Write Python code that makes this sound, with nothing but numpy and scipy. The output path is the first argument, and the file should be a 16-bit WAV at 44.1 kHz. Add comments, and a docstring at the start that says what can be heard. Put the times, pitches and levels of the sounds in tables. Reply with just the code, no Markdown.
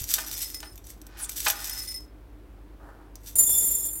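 """Dry popcorn kernels crunch and tick over a low appliance hum as a steel measuring spoon digs twice
into a small bowl on a kitchen counter. The crunch is thousands of tiny clicks of kernel on kernel.
The spoon knocks and scrapes the bowl, sings faintly as kernels rub its rim, and squeaks up the wall.
An arm rustles across and tips the scoop into a jug: kernels patter in dully while the other spoons
on the ring clash and jangle brightly."""
import sys
import numpy as np
from scipy import signal
from scipy.fft import rfft, irfft
from scipy.io import wavfile

SR = 44100
rng = np.random.default_rng(int(sys.argv[2]) if len(sys.argv) > 2 else 0)


def transcribe(u):
    """Save the signal u as a 16-bit wav file named by the first command-line argument.

    u: samples, shape (n,) or (channels, n), limited to [-1, 1]; the rate is SR.
    q: integer samples, one column per channel.
    """
    v = np.clip(np.atleast_2d(u).T, -1, 1)
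    q = np.round(v * 32767).astype(np.int16)
    wavfile.write(sys.argv[1], SR, q)


N = 176400
TIME = np.arange(N) / SR


def from_db(db):
    """Turn decibels into a gain to multiply by."""
    return 10 ** (np.asarray(db) / 20)


def rms_one(x):
    """Scale a signal so that its average strength (rms) is 1."""
    return x / np.sqrt(np.mean(x ** 2) + 1e-20)


def level(rows):
    """A gain that glides through (time_s, level_db) rows and is silent outside them."""
    time_s, level_db = np.transpose(rows)
    return from_db(np.interp(TIME, time_s, level_db, left=-120, right=-120))


def lowpass(x, cutoff_hz, order=2):
    """Keep slow wiggles and weaken those faster than the cutoff."""
    return signal.sosfilt(signal.butter(order, cutoff_hz, fs=SR, output="sos"), x)


def through(x, response):
    """Play a signal through an object, given that object's response to one click."""
    return signal.fftconvolve(x, response / np.linalg.norm(response))[:N]


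def colour(points, size=8192):
    """A click whose lows and highs follow (pitch_hz, level_db) rows."""
    hz, db = np.transpose(points)
    bins_hz = np.maximum(np.arange(size // 2 + 1) * SR / size, 1)
    gains = from_db(np.interp(np.log(bins_hz), np.log(hz), db))
    cepstrum = irfft(np.log(gains))
    # keeping only the first half packs the energy at the start of the click
    response = irfft(np.exp(rfft(2 * cepstrum[:size // 2], size)))
    return response / np.linalg.norm(response)


def ringing(modes, detune_hz=0, uneven_db=0, scatter=False):
    """A struck object's fading tones (modes); each drops 60 dB in its ring_s seconds."""
    t = TIME[:SR // 4]
    tones = 0
    for hz, db, ring_s in modes:
        fade = from_db(db + uneven_db * rng.normal() - 60 * t / ring_s)
        cycles = (hz + detune_hz * rng.normal()) * t + scatter * rng.random()
        tones += fade * np.cos(2 * np.pi * cycles)
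    return tones


def rattled(contacts, modes):
    """Every contact strikes each mode with a random strength of its own."""
    return sum(from_db(db) * through(contacts * rng.standard_normal(N), ringing([(hz, 0, ring_s)]))
               for hz, db, ring_s in modes)


def body(contacts, points, modes, ring_s, click_db, ring_db):
    """The click of each contact plus the ringing that it wakes."""
    clicks = from_db(click_db) * through(contacts, colour(points))
    return clicks + rattled(contacts, [(hz, db + ring_db, ring_s) for hz, db in modes])


def place(events, sound):
    """Play a fresh sound() at every (start_s, level_db) row."""
    out = np.zeros(N + SR)
    for start_s, level_db in events:
        wave, start = sound(), int(start_s * SR)
        out[start:start + len(wave)] += from_db(level_db) * wave
    return out[:N]


def burst(decay_s):
    """A dying flurry of tiny contacts."""
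    return rng.standard_normal(SR // 5) * np.exp(-TIME[:SR // 5] / decay_s)


def grains(per_s, spread_db):
    """Clicks of uneven size at random moments."""
    sizes = from_db(spread_db * np.minimum(rng.exponential(1, N), 4))
    signs = rng.choice([-1, 1], N)
    return rms_one(sizes * signs * (rng.random(N) < per_s / SR))


def rough_tone(hz, width_hz):
    """An unsteady tone, as from rubbing or flow; more width makes it more like a hiss."""
    wander = lowpass(rng.standard_normal((2, N)), width_hz)
    phase = 2 * np.pi * np.cumsum(hz * np.ones(N)) / SR
    return rms_one(wander[0] * np.cos(phase) + wander[1] * np.sin(phase))


def flutter(depth_db):
    """A gain that wavers at random around 1, as loose things catch and let go."""
    wobble = rms_one(lowpass(rng.standard_normal(N), cutoff_hz=31))
    return rms_one(from_db(depth_db * np.clip(wobble, -2, 2)))


# the appliance's steady tones: pitch_hz, level_db
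HUM = [(48.4, -48.5), (58.5, -57), (101.5, -61)]
# lows and highs of still room air: pitch_hz, level_db
AIR_COLOUR = [(25, -18), (55, 5), (150, -10), (350, -5.5), (520, -14), (1100, -19), (7000, -40),
              (14000, -37.5)]
def background():
    """An appliance hums and drones over the soft noise of room air."""
    hum = sum(np.sqrt(2) * from_db(db) * np.sin(2 * np.pi * (hz * TIME + rng.random()))
              for hz, db in HUM)
    drone = from_db(-60.5) * rough_tone(hz=300.8, width_hz=11)
    air = from_db(-53) * through(rng.standard_normal(N), colour(AIR_COLOUR))
    return hum + drone + air


# how hard the kernels are stirred, one table per movement: time_s, level_db
FIRST_SCOOP = [(0, -28.5), (.07, -40), (.105, -23.5), (.15, -27), (.235, -37.5), (.42, -32), (.59, -49),
               (.82, -62), (.9, -42), (.97, -62.5), (1.13, -72)]
SECOND_SCOOP = [(1.17, -44.5), (1.245, -36), (1.27, -61), (1.295, -37.5), (1.355, -38.5), (1.383, -30.5),
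                (1.45, -32.5), (1.49, -22.5), (1.55, -37), (1.65, -34), (1.871, -37), (1.96, -49),
                (2.08, -66)]
TIPPING = [(3.188, -68), (3.28, -38), (3.35, -54)]
# single kernels snap against spoon and bowl: start_s, level_db
TICKS = [(.04, -21), (.098, -46), (.1072, -21), (.1395, -5), (.2916, -38), (.3133, -20.5), (.3445, -38),
         (.4468, -28), (.5013, -26.5), (.5447, -22.5), (.604, -27.5), (.7565, -37), (.7775, -35),
         (.8698, -36), (.903, -30), (1.0156, -34), (1.067, -35), (1.2935, -19.5), (1.380, -23),
         (1.403, -16.5), (1.5007, -9.5), (1.644, -20), (1.696, -19), (1.9423, -31), (1.961, -33),
         (3.1555, -32), (3.2699, -50)]
# lows and highs of one kernel's click: pitch_hz, level_db
KERNEL_COLOUR = [(200, -38), (1600, -6.5), (3000, -2.5), (6200, 3.5), (15800, -0.5)]
# short ringing tones of the filled bowl: pitch_hz, level_db
KERNEL_MODES = [(3560, -13), (5850, -4.5), (6900, -11.5), (8050, -5), (10150, -12.5), (12530, 0.5),
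                (14700, -6.5)]
def kernels():
    """Kernels crunch past each other in clusters, single ones snap, and all ring the filled bowl."""
    stirring = (level(FIRST_SCOOP) + level(SECOND_SCOOP) + level(TIPPING)) * flutter(depth_db=2.5)
    crunch = grains(per_s=3100, spread_db=4) * stirring
    ticks = place(TICKS, lambda: burst(decay_s=0.0022))
    return body(crunch + ticks, KERNEL_COLOUR, KERNEL_MODES, ring_s=0.036, click_db=-5, ring_db=-10.5)


def counter_thud(start_s=0.013, level_db=-27.5, pitch_hz=79, ring_s=0.078):
    """The hand nudges the counter, which gives one low, quickly fading tone."""
    t = TIME[:SR]
    thud = from_db(-60 * t / ring_s) * np.sin(2 * np.pi * pitch_hz * t)
    return place([(start_s, level_db)], lambda: thud)


# the spoon grinds over the bottom of the bowl: time_s, level_db
GRINDING = [(0, -78), (.2, -45), (.57, -73), (.66, -53), (.8, -103), (1.21, -46), (1.43, -77), (1.51, -42),
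            (1.78, -51.5), (2.03, -92)]
# the spoon knocks the bowl on the counter: start_s, level_db
KNOCKS = [(.183, -27.5), (.629, -35), (1.463, -20.5), (1.4675, -16), (1.501, -29)]
# lows and highs of a knock: pitch_hz, level_db
KNOCK_COLOUR = [(250, -12.5), (650, -8), (1500, 3.5), (5000, 1), (16000, -24.5)]
# the bowl's hollow tones: pitch_hz, level_db
KNOCK_MODES = [(645, -9), (840, -1), (991, -9.5), (1220, -2), (1500, 1.5), (1800, -0.5), (2490, -4.5)]
def bowl():
    """The spoon scrapes and knocks the bowl, which answers with a short, hollow ring."""
    scrape = grains(per_s=3000, spread_db=2) * level(GRINDING)
    knocks = place(KNOCKS, lambda: burst(decay_s=0.0065))
    return body(scrape + knocks, KNOCK_COLOUR, KNOCK_MODES, ring_s=0.033, click_db=-3.5, ring_db=-8.5)


# how hard kernels rub the spoon's rim, one table per scoop: time_s, level_db
FIRST_SINGING = [(.18, -50), (.43, -44.5), (.73, -58)]
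SECOND_SINGING = [(1.55, -47.5), (1.81, -39.5), (1.99, -51)]
# strikes on the rim: start_s, level_db
SPOON_PINGS = [(.545, -36), (1.82, -39), (1.878, -31.5), (1.9425, -34)]
# tones of the spoon when it rings freely: pitch_hz, level_db, ring_s
SPOON_MODES = [(2019, -14, .2), (5190, 0, .25), (9258, -3, .18), (14077, -9, .11)]
def spoon_ring():
    """The steel scoop sings unevenly as kernels rub it, and pings when its rim is struck."""
    rubs = grains(per_s=260, spread_db=2) * (level(FIRST_SINGING) + level(SECOND_SINGING))
    damped = [(hz, db, ring_s * 0.61) for hz, db, ring_s in SPOON_MODES]   # kernels shorten the ring
    song = rattled(rubs, damped)
    pings = place(SPOON_PINGS, lambda: ringing(SPOON_MODES, scatter=True))
    return (song + pings) * flutter(depth_db=2)


# path of the squeak's lower tone: time_s, pitch_hz, level_db
SQUEAK = [(1.18, 9420, -61), (1.237, 8220, -33.5), (1.264, 6520, -52)]
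def spoon_squeak(width_hz=430):
    """The spoon's edge rubs up the wall of the bowl and squeaks in two falling tones."""
    time_s, pitch_hz, level_db = np.transpose(SQUEAK)
    glide_hz = np.interp(TIME, time_s, pitch_hz)
    lower = rough_tone(glide_hz, width_hz)
    upper = from_db(4.5) * rough_tone(1.2 * glide_hz, width_hz)
    return level(list(zip(time_s, level_db))) * (lower + upper)


# the rustle swells and fades: time_s, level_db
RUSTLE = [(2.8, -56), (2.87, -51), (3.1, -62.5)]
# its lows and highs: pitch_hz, level_db
RUSTLE_COLOUR = [(300, -4), (850, -0.5), (1750, -6), (2300, -31)]
def arm_rustle():
    """Tiny, dull clicks blur into a soft rustle as the arm reaches across."""
    return through(grains(per_s=3100, spread_db=4) * level(RUSTLE), colour(RUSTLE_COLOUR))


# the hanging spoons clash: start_s, level_db
CLASHES = [(3.3553, -24.5), (3.3847, -19), (3.405, -23.5), (3.4285, -30), (3.4924, -23.5), (3.5508, -28),
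           (3.704, -32), (3.8511, -29.5), (3.9544, -37.5)]
# strength of the lighter touches between clashes: time_s, level_db
CHATTER = [(3.36, -36), (3.48, -33), (3.56, -30.5), (3.62, -30), (3.8, -37), (3.99, -46)]
# the hanging spoons' tones, levels relative to each other: pitch_hz, level_db
JANGLE_MODES = [(6955, -45), (7198, -37), (7270, -44), (7436, -48), (8930, -41), (9238, -42), (9453, -43),
                (10326, -44), (10950, -46), (11084, -44), (11445, -43), (12317, -47), (12527, -48),
                (13022, -44), (13781, -49), (14093, -40), (14546, -45), (15079, -49)]
# lows and highs of a clash's hiss: pitch_hz, level_db
CLASH_COLOUR = [(500, -2), (4000, -29), (6200, -16), (7500, 3.5)]
def jangle(touches_per_s=130, attack_s=0.0024, free_ring_s=0.17, touching_ring_s=0.055):
    """Clashes and light chatter ring the hanging spoons, which buzz briefly while they touch."""
    time_s, level_db = np.transpose(CHATTER)
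    touch_s = time_s[0] + (np.arange(200) + rng.random(200)) / touches_per_s
    touch_s = touch_s[touch_s < time_s[-1]]
    contacts = list(CLASHES) + list(zip(touch_s, np.interp(touch_s, time_s, level_db)))
    loudest_db = max(db for _, db in JANGLE_MODES)
    free = [(hz, db - loudest_db, free_ring_s) for hz, db in JANGLE_MODES]
    touching = [(hz, db, touching_ring_s) for hz, db in JANGLE_MODES]
    attack = 1 - np.exp(-TIME[:SR // 4] / attack_s)
    rings = place(contacts, lambda: attack * ringing(free, detune_hz=13.8, uneven_db=4.5, scatter=True))
    flurry = place(contacts, lambda: burst(decay_s=0.017))
    buzz = from_db(-5.5) * through(flurry, ringing(touching))
    hiss = from_db(-2) * through(flurry, colour(CLASH_COLOUR))
    return from_db(2) * rings * flutter(depth_db=2) + buzz + hiss


# how hard kernels patter into the jug: time_s, level_db
POUR = [(3.36, -82), (3.64, -60), (4.0, -66)]
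# lows and highs of a landing: pitch_hz, level_db
POUR_COLOUR = [(80, -6.5), (300, 13), (2000, -19), (9000, -40.5)]
def pour():
    """Kernels land in the jug with dull taps of very uneven size."""
    return through(grains(per_s=500, spread_db=16) * level(POUR), colour(POUR_COLOUR))


# the largest spoon's ring swells and fades: time_s, level_db
LARGE_SPOON_RING = [(3.42, -57), (3.535, -39), (3.6, -48), (3.9, -55)]
# its deeper tones: pitch_hz, level_db, ring_s
LARGE_SPOON_MODES = [(3482, -3, 0.098), (5360, -5.5, 0.05)]
def large_spoon():
    """Many small touches keep the largest spoon ringing; the longer the ring, the purer the tone."""
    tones = sum(from_db(db) * rough_tone(hz, width_hz=np.log(1000) / (np.pi * ring_s))
                for hz, db, ring_s in LARGE_SPOON_MODES)
    return level(LARGE_SPOON_RING) * tones


def kitchen(x, ring_s=0.17, delay_s=0.004):
    """The room adds a short, slightly dull echo."""
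    tail = rng.standard_normal(N) * from_db(-60 * TIME / ring_s) * (TIME > delay_s)
    echo = lowpass(through(x, tail[:SR]), cutoff_hz=6000, order=1)
    return x + from_db(-7.5) * echo


def scene():
    """Scooping, then tipping, heard close by over the hum, in one channel."""
    scooping = kernels() + counter_thud() + bowl() + spoon_ring() + spoon_squeak()
    tipping = arm_rustle() + jangle() + pour() + large_spoon()
    return (background() + kitchen(scooping + tipping))[None]


def record(dry, cutoff_hz=15900):
    """The very highest treble is cut off steeply."""
    return signal.sosfilt(signal.ellip(12, .1, 80, cutoff_hz, fs=SR, output="sos"), dry)


dry = scene()
out = record(dry)
transcribe(out)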